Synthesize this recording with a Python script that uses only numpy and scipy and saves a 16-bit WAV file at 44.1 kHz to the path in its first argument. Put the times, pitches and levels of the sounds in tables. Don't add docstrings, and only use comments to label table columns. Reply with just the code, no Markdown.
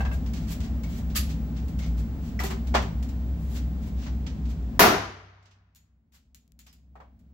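import sys
import numpy as np
from scipy import signal
from scipy.fft import rfft, irfft, next_fast_len
from scipy.io import wavfile
from scipy.ndimage import uniform_filter1d

SR = 44100
rng = np.random.default_rng(int(sys.argv[2]) if len(sys.argv) > 2 else 0)


def nominal_scale(level):
    x = np.asarray(level, float) / 20
    return 10 ** x


def unload_audio(sound):
    columns = np.transpose(np.atleast_2d(sound))
    steps = np.round(np.clip(columns, -1, 1) * 32767)
    wavfile.write(sys.argv[1], SR, steps.astype(np.int16))


N = 323253
t = np.arange(N) / SR

SHOT_S, SHOT_DB = 4.7937, -10.3
# [f/Hz, level/dB per Hz]
BLAST_COLOUR = [(24, -40), (40, -19.5), (104, -15), (310, -9), (420, -5), (491, -14.5), (715, -4),
                (896, -10), (965, -5.5), (1070, -8), (1270, -7), (3060, -16.5), (6170, -18.5), (8550, -29),
                (12100, -17.5), (16000, -21)]
# [f/Hz, level/dB, t60/s]
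FLOOR_MODES = [(62, -33, .9), (95.5, -35.5, 1.6), (243, -33.5, .6)]
# [delay t/s, size (negative = inverted)]
WALL_ECHOES = [
    (0, 1.4),
    (.0066, .6),
    (0.0109, -1.1),
    (0.0181, -.7),
    (.032, .6),
    (0.0628, .7),
]


def shot():
    start = int(SHOT_S * SR) + 8

    def blast_gain(hz):
        return nominal_scale(read(BLAST_COLOUR, hz) - read(MIC_COLOUR, np.minimum(hz, 15000)))

    roar = level(colour(stereo_noise(N - start), blast_gain), SHOT_DB)
    roar = np.pad(hall(roar, 0.92, 2.32), ((0, 0), (start, 0)))
    push = 0
    for delay, size in WALL_ECHOES:
        u = (t - SHOT_S - delay) / .00035
        push = push + size * (u > 0) * (1 - .6 * u) * np.exp(-.7 * np.abs(u))
    after = np.maximum(t - SHOT_S, 0)
    boom = 0
    for hz, db, t60 in FLOOR_MODES:
        boom = boom + nominal_scale(db - 60 * after / t60) * np.sin(2 * np.pi * hz * after)
    return (roar * ears(1.8) + nominal_scale(-5.5) * push + boom) * heard(SHOT_S)


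# [f/Hz, t60/s]
HALL_DECAY = [(60, 1), (250, 0.47), (1000, 0.53), (3000, 0.54), (6000, 0.53), (9000, 0.39), (14000, 0.27)]
# [f/Hz, steady time t/s, long tail level/dB]
LINGER = [(100, .03, -24), (300, 0.075, -24.5), (800, 0.046, -23), (1997, .03, -21), (5000, 0.014, -29),
          (12000, 0.012, -44)]


def hall(noise, stretch, late_stretch):
    out = 0
    after = t[:noise.shape[1]]
    for centre, band in half_octaves(noise, 32 * 2 ** np.arange(0, 9.6, .5)):
        hold = read(np.array(LINGER)[:, [0, 1]], centre)
        late_db = read(np.array(LINGER)[:, [0, 2]], centre)
        fall_db = -60 * np.maximum(after - hold, 0) / (stretch * read(HALL_DECAY, centre))
        out = out + band * (nominal_scale(fall_db) + nominal_scale(late_db + fall_db / late_stretch))
    return out


# [t/s, click level/dB, left minus right/dB, ring level/dB, hall level/dB]
CASE_BOUNCES = [
    (5.7496, -47.5, -1.0, -12, -25),
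    (5.7577, -49.5, -1.5, -20, -11),
    (6.3467, -41.5, 16, -19, -18),
    (6.5914, -43, 9, -15, -14),
    (6.7281, -51, 1.5, -19, -11.5),
    (6.4786, -57, 10.0, -34, -36),
    (6.5207, -52, 17, -37, -37),
]
# [f/Hz, level/dB, t60/s]
CASE_MODES = [(4300, 4, 0.016), (4260, -12, 0.24), (6907, -4, 0.33), (7930, -11.5, .1), (11670, -8.5, .1)]
# [t/s, f/Hz, level/dB, t60/s]
CASE_TINKLES = [
    (6.69, 4950, -63, .3),
    (6.667, 5400, -62, .25),
    (6.667, 6170, -70, .25),
    (6.68, 4300, -70, .3),
    (6.68, 5800, -68, .2),
    (6.69, 2900, -68, .15),
    (6.69, 3400, -70, .15),
]


def spent_case():
    ticks, rings = np.zeros((2, N)), np.zeros((2, N))
    for start, db, pan_db, ring_db, _ in CASE_BOUNCES:
        i = int(start * SR)
        ticks[:, i:i + 3] += 2.6 * nominal_scale(db) * heard(start) * ears(pan_db) * np.array([1, .45, -.8])
        for hz, mode_db, t60 in CASE_MODES:
            ring(rings, start, hz, db + ring_db + mode_db, t60, .002)
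    for start, hz, db, t60 in CASE_TINKLES:
        ring(rings, start, hz, db, t60, .003)
    band = signal.butter(2, [1800, 13000], "band", fs=SR, output="sos")
    return rings + signal.sosfilt(band, ticks)


# [t/s, level/dB]
TRAY = [(1610, 0, .16), (2650, -7, .1), (2100, -11, .1), (1150, -11, .1)], [(.003, -32), (.058, -34.5),
        (.115, -36)]
LATCH = [(1210, -6, .17), (1780, -13, .25), (2800, -8, .06), (3300, -8, .1), (4630, -3, .2), (6900, -9, .1),
         (9200, -4, .1), (11350, 2, .22)], [(1.156, -29), (1.171, -31)]
BUCKLE = [(2200, 0, .45)], [(.84, -52), (1.8, -48)]
CLIP = [(1950, 0, .15), (2290, -7, .12), (5540, -9, .1)], [(2.392, -30), (2.445, -38)]
BENCH = [(390, 0, .3), (800, 2.5, .05)], [(2.44, -34), (2.503, -35), (2.748, -24.5)]
SHELF = [(790, 0, .07), (1250, -8, .12), (1840, -13, .16)], [(6.954, -48), (7.001, -48)]


def gear():
    out = np.zeros((2, N))
    for modes, strikes in (TRAY, LATCH, BUCKLE, CLIP, BENCH, SHELF):
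        for start, strike_db in strikes:
            for hz, db, t60 in modes:
                ring(out, start, hz, db + strike_db, t60, .022)
    return out


# [t/s, mid level/dB, low level/dB, treble level/dB, length/s]
KNOCKS = [(0.0044, -42.5, -31.5, -53.5, 0.0024), (0.0475, -43, -34, -66, 0.007),
          (0.109, -50, -41, -70, 0.007), (1.148, -36, -52, -46, 0.008), (1.153, -26, -45, -22.5, 0.022),
          (2.3904, -34.5, -28.5, -39.5, 0.021), (2.4326, -37.5, -34, -35, 0.007),
          (2.497, -37.5, -32, -45, 0.02), (2.739, -30, -20, -51, 0.0088),
          (2.7455, -22.5, -13.5, -41, 0.009), (4.058, -45, -41, -68.5, 0.016),
          (6.662, -55.5, -63.5, -59, 0.0092), (6.9525, -63, -44, -78, 0.007),
          (7.0, -59.5, -42.5, -80, 0.0063)]
# [t/s, mid level/dB, treble level/dB, left minus right/dB]
CREASES = [(0.258, -49.5, -62, 5), (0.332, -45, -52.5, -6.5), (0.601, -45, -56, 0), (0.832, -47, -56, 1.5),
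           (1.0984, -52, -66, -2.5), (1.6794, -54, -55, 0), (1.7868, -45.5, -51, 1.5),
           (1.8594, -51.5, -58, -3), (2.668, -48, -56, 0.5), (2.8194, -44.5, -53, -1.5),
           (3.024, -48.5, -53, -1.5), (3.0859, -52, -57, 0), (4.263, -42, -64, -3.5),
           (4.4513, -53, -72.5, 1), (5.424, -68, -85, -4), (5.454, -60, -83, -4), (5.5084, -61.5, -83, -2),
           (6.1194, -69, -68, 3), (7.1894, -75.5, -73, -0.5)]
# [t/s, mid level/dB, treble level/dB, left minus right/dB]
BRUSHES = [(0.1126, -50, -50, 7), (0.3444, -46, -56, 1), (0.4664, -46, -50.5, -8.5), (0.494, -40.5, -38, 2),
           (0.6194, -46, -56, 0.5), (0.955, -49, -48, -2.5), (1.28, -44, -50, 0.5), (1.549, -48.5, -70, -1),
           (1.8068, -43.5, -66, 0), (1.964, -49.5, -52, -1.5), (2.4314, -36, -37.5, -1),
           (3.54, -42, -48, 0), (3.8094, -53, -62, 2), (3.849, -54, -56, -1.5), (4.0105, -48, -60, -1),
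           (4.4794, -50.5, -57, 1), (6.125, -58.5, -58, 0.5)]
# [t/s, mid level/dB, treble level/dB, left minus right/dB]
SHIFTS = [
    (0.3594, -50, -59.5, 1),
    (0.8594, -46.5, -50, 2.5),
    (2.1994, -50, -55, -3),
    (3.3694, -59, -54, 5),
    (3.47, -48, -46, 3),
    (3.9494, -47, -63, 1.5),
]
LEVEL_BANDS = (750, 2600, 6500, 10000, 15000)


def small_sounds():
    rows = []  # t/s, mid, low and treble level/dB, left minus right/dB, length/s
    for cloth, span in ((CREASES, .006), (BRUSHES, .043), (SHIFTS, .13)):
        rows += [(start, mid, mid - 11, top, pan, span) for start, mid, top, pan in cloth]
    rows += [(start, mid, low, top, .6, span) for start, mid, low, top, span in KNOCKS]
    for start, db, _, _, hall_db in CASE_BOUNCES:
        wet = db + hall_db
        rows.append((start, wet, wet - 19, wet + 4.5, 0, .002))
    out = 0
    for centre, band in half_octaves(stereo_noise(N), 250 * 2 ** np.arange(0, 6.6, .5)):
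        power = np.zeros((2, N // 8 + 1))
        bass_cut_db = 14.5 * max(np.log2(LEVEL_BANDS[0] / centre), 0)
        for start, mid_db, low_db, top_db, pan_db, span in rows:
            upper_db = mid_db + 1 - .6 * max(low_db - mid_db, 0)
            levels = (low_db, mid_db, upper_db, top_db + 6.5, top_db - 1)
            db = read(list(zip(LEVEL_BANDS, levels)), centre) - bass_cut_db
            shape = np.hanning(int(span * SR / 8) + 3)[1:-1]
            i = int(start * SR / 8)
            power[:, i:i + len(shape)] += (nominal_scale(db) * heard(start) * ears(pan_db)) ** 2 * shape / shape.sum()
        t60 = .33 * read(HALL_DECAY, centre)
        early = fade(power, t60)
        late = fade(power, 2.2 * t60)
        size = np.sqrt(early + nominal_scale(2 * -7.5) * late)
        out = out + level(band, -9) * np.repeat(size, 8, axis=1)[:, :N]
    return out


def fade(power, t60):
    return signal.lfilter([1], [1, -nominal_scale(-960 / SR / t60)], power)


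# [f/Hz, level/dB per Hz]
AIR_COLOUR = [(20, -43.5), (35, -17), (47, -7), (64, -5.5), (130, -13), (190, -15), (260, -16.5),
              (340, -26.5), (489, -31), (760, -33), (1000, -39), (2500, -47.5), (7000, -55), (16000, -66)]
# [f/Hz, width/Hz, level/dB]
DUCT_MODES = [(61.55, 12, 2.5), (86, 10, -2), (162, 12, 10), (225, 43, 8)]
# [t/s, depth/dB]
FAN_FALTERS = [(.21, 14), (.34, 5), (.48, 7), (.66, 11), (.81, 14), (.9, 12), (1.01, 13), (1.28, 6),
               (1.49, 10), (1.72, 6), (2.1, 5), (2.32, 14), (2.5, 5), (2.95, 8), (3.37, 10), (3.72, 10),
               (3.8, 7), (3.91, 15), (4.05, 11), (4.28, 10), (4.38, 11), (4.57, 8), (4.74, 11), (5.87, 14),
               (6.045, 16), (6.24, 9), (6.48, 5), (7.1, 5), (7.23, 6)]


def ventilation():
    def duct_gain(hz):
        db = read(AIR_COLOUR, hz)
        for f, width, boost_db in DUCT_MODES:
            db = db + boost_db / (1 + (2 * (hz - f) / width) ** 2)
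        return nominal_scale(db)

    air = level(colour(stereo_noise(N), duct_gain), -35)
    coarse = t[::64]
    dips = sum(db * np.exp(-((coarse - start) / .03) ** 2) for start, db in FAN_FALTERS)
    fan_db = -29 - np.interp(t, coarse, dips) + 1.5 * walk(25)
    fan_hz = 63.2 + 1.8 * walk(7.3)
    fan = nominal_scale(fan_db) * np.sin(2 * np.pi * np.cumsum(fan_hz) / SR)
    lull_db = 8 * np.exp(-((t - 4.45) / .3) ** 2)
    whine = nominal_scale(-69 - lull_db + 1.5 * walk(20)) * np.sin(2 * np.pi * 15655 * t)
    return (air + fan) * ears(.9) + whine * ears(2.5)


# [f/Hz, share 0-1]
LIKENESS = [(60, 0.98), (250, 0.95), (600, .45), (1500, 0), (8000, .05)]


def stereo_noise(size):
    mid, side = rng.standard_normal((2, size))
    mid = colour(mid, lambda hz: np.sqrt(1 + np.clip(read(LIKENESS, hz), 0, 1)))
    side = colour(side, lambda hz: np.sqrt(1 - np.clip(read(LIKENESS, hz), 0, 1)))
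    return np.array([mid + side, mid - side]) / np.sqrt(2)


def ring(out, start, hz, db, t60, spread):
    i = int(start * SR)
    s = t[:min(int(1.2 * t60 * SR), N - i)]
    partials = hz * (1 + spread * rng.standard_normal((6, 1, 1)))
    phases = rng.random((6, 2, 1))
    onset = np.minimum(s * hz, 1)
    size = nominal_scale(db - 60 * s / t60) * onset / np.sqrt(6) * heard(start)
    out[:, i:i + len(s)] += size * np.sin(2 * np.pi * (partials * s + phases)).sum(axis=0)


def half_octaves(noise, centres):
    size = next_fast_len(noise.shape[1], True)
    lines = rfft(noise, size)
    octave = np.log2(np.maximum(np.fft.rfftfreq(size, 1 / SR), 1))
    for centre in centres:
        gain = np.cos(np.pi * np.clip(octave - np.log2(centre), -.5, .5)) ** 2
        yield centre, irfft(lines * gain, size)[:, :noise.shape[1]]


def walk(rate):
    k = int(SR / rate)
    steps = np.repeat(rng.standard_normal(N // 400), k)[:N]
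    return level(uniform_filter1d(uniform_filter1d(steps, k), k), 0)


def read(table, hz):
    table = np.array(table)
    return np.interp(np.log(np.maximum(hz, 1)), np.log(table[:, 0]), table[:, 1])


def colour(x, gain):
    size = next_fast_len(x.shape[-1] + SR // 10, True)
    return irfft(rfft(x, size) * gain(np.fft.rfftfreq(size, 1 / SR)), size)[..., :x.shape[-1]]


def level(x, db):
    return x * nominal_scale(db) / np.sqrt(np.mean(x ** 2))


def ears(pan_db):
    return nominal_scale(np.array([[pan_db], [-pan_db]]) / 2)


def gain_db(s):
    dive_at_s, dive_s, hold_s = 4.786, .004, .4
    rest = 2.6 - .58 * s
    ducked = -41.5 + 9.1 * np.maximum(s - dive_at_s - hold_s, 0)
    share = np.clip((s - dive_at_s) / dive_s, 0, 1)
    return (1 - share) * rest + share * ducked


def heard(start):
    return nominal_scale(-gain_db(start + .005))


def scene():
    return shot() + spent_case() + gear() + small_sounds() + ventilation()


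# [f/Hz, level/dB]
MIC_COLOUR = [(100, 0), (6800, -1.5), (7600, 0.5), (8300, -9.5), (10500, -9), (12000, -2.5), (15700, 2.5),
              (15800, -3.5), (16000, -28)]


def microphone(x):
    return colour(x, lambda hz: nominal_scale(read(MIC_COLOUR, hz)))


def top_cut(x):
    return signal.sosfilt(signal.butter(12, 17000, fs=SR, output="sos"), x)


def record(dry):
    clipped = np.tanh(1.205 * dry * nominal_scale(gain_db(t))) / 1.025
    mix = microphone(clipped)
    return top_cut(mix)


dry = scene()
out = record(dry)
unload_audio(out)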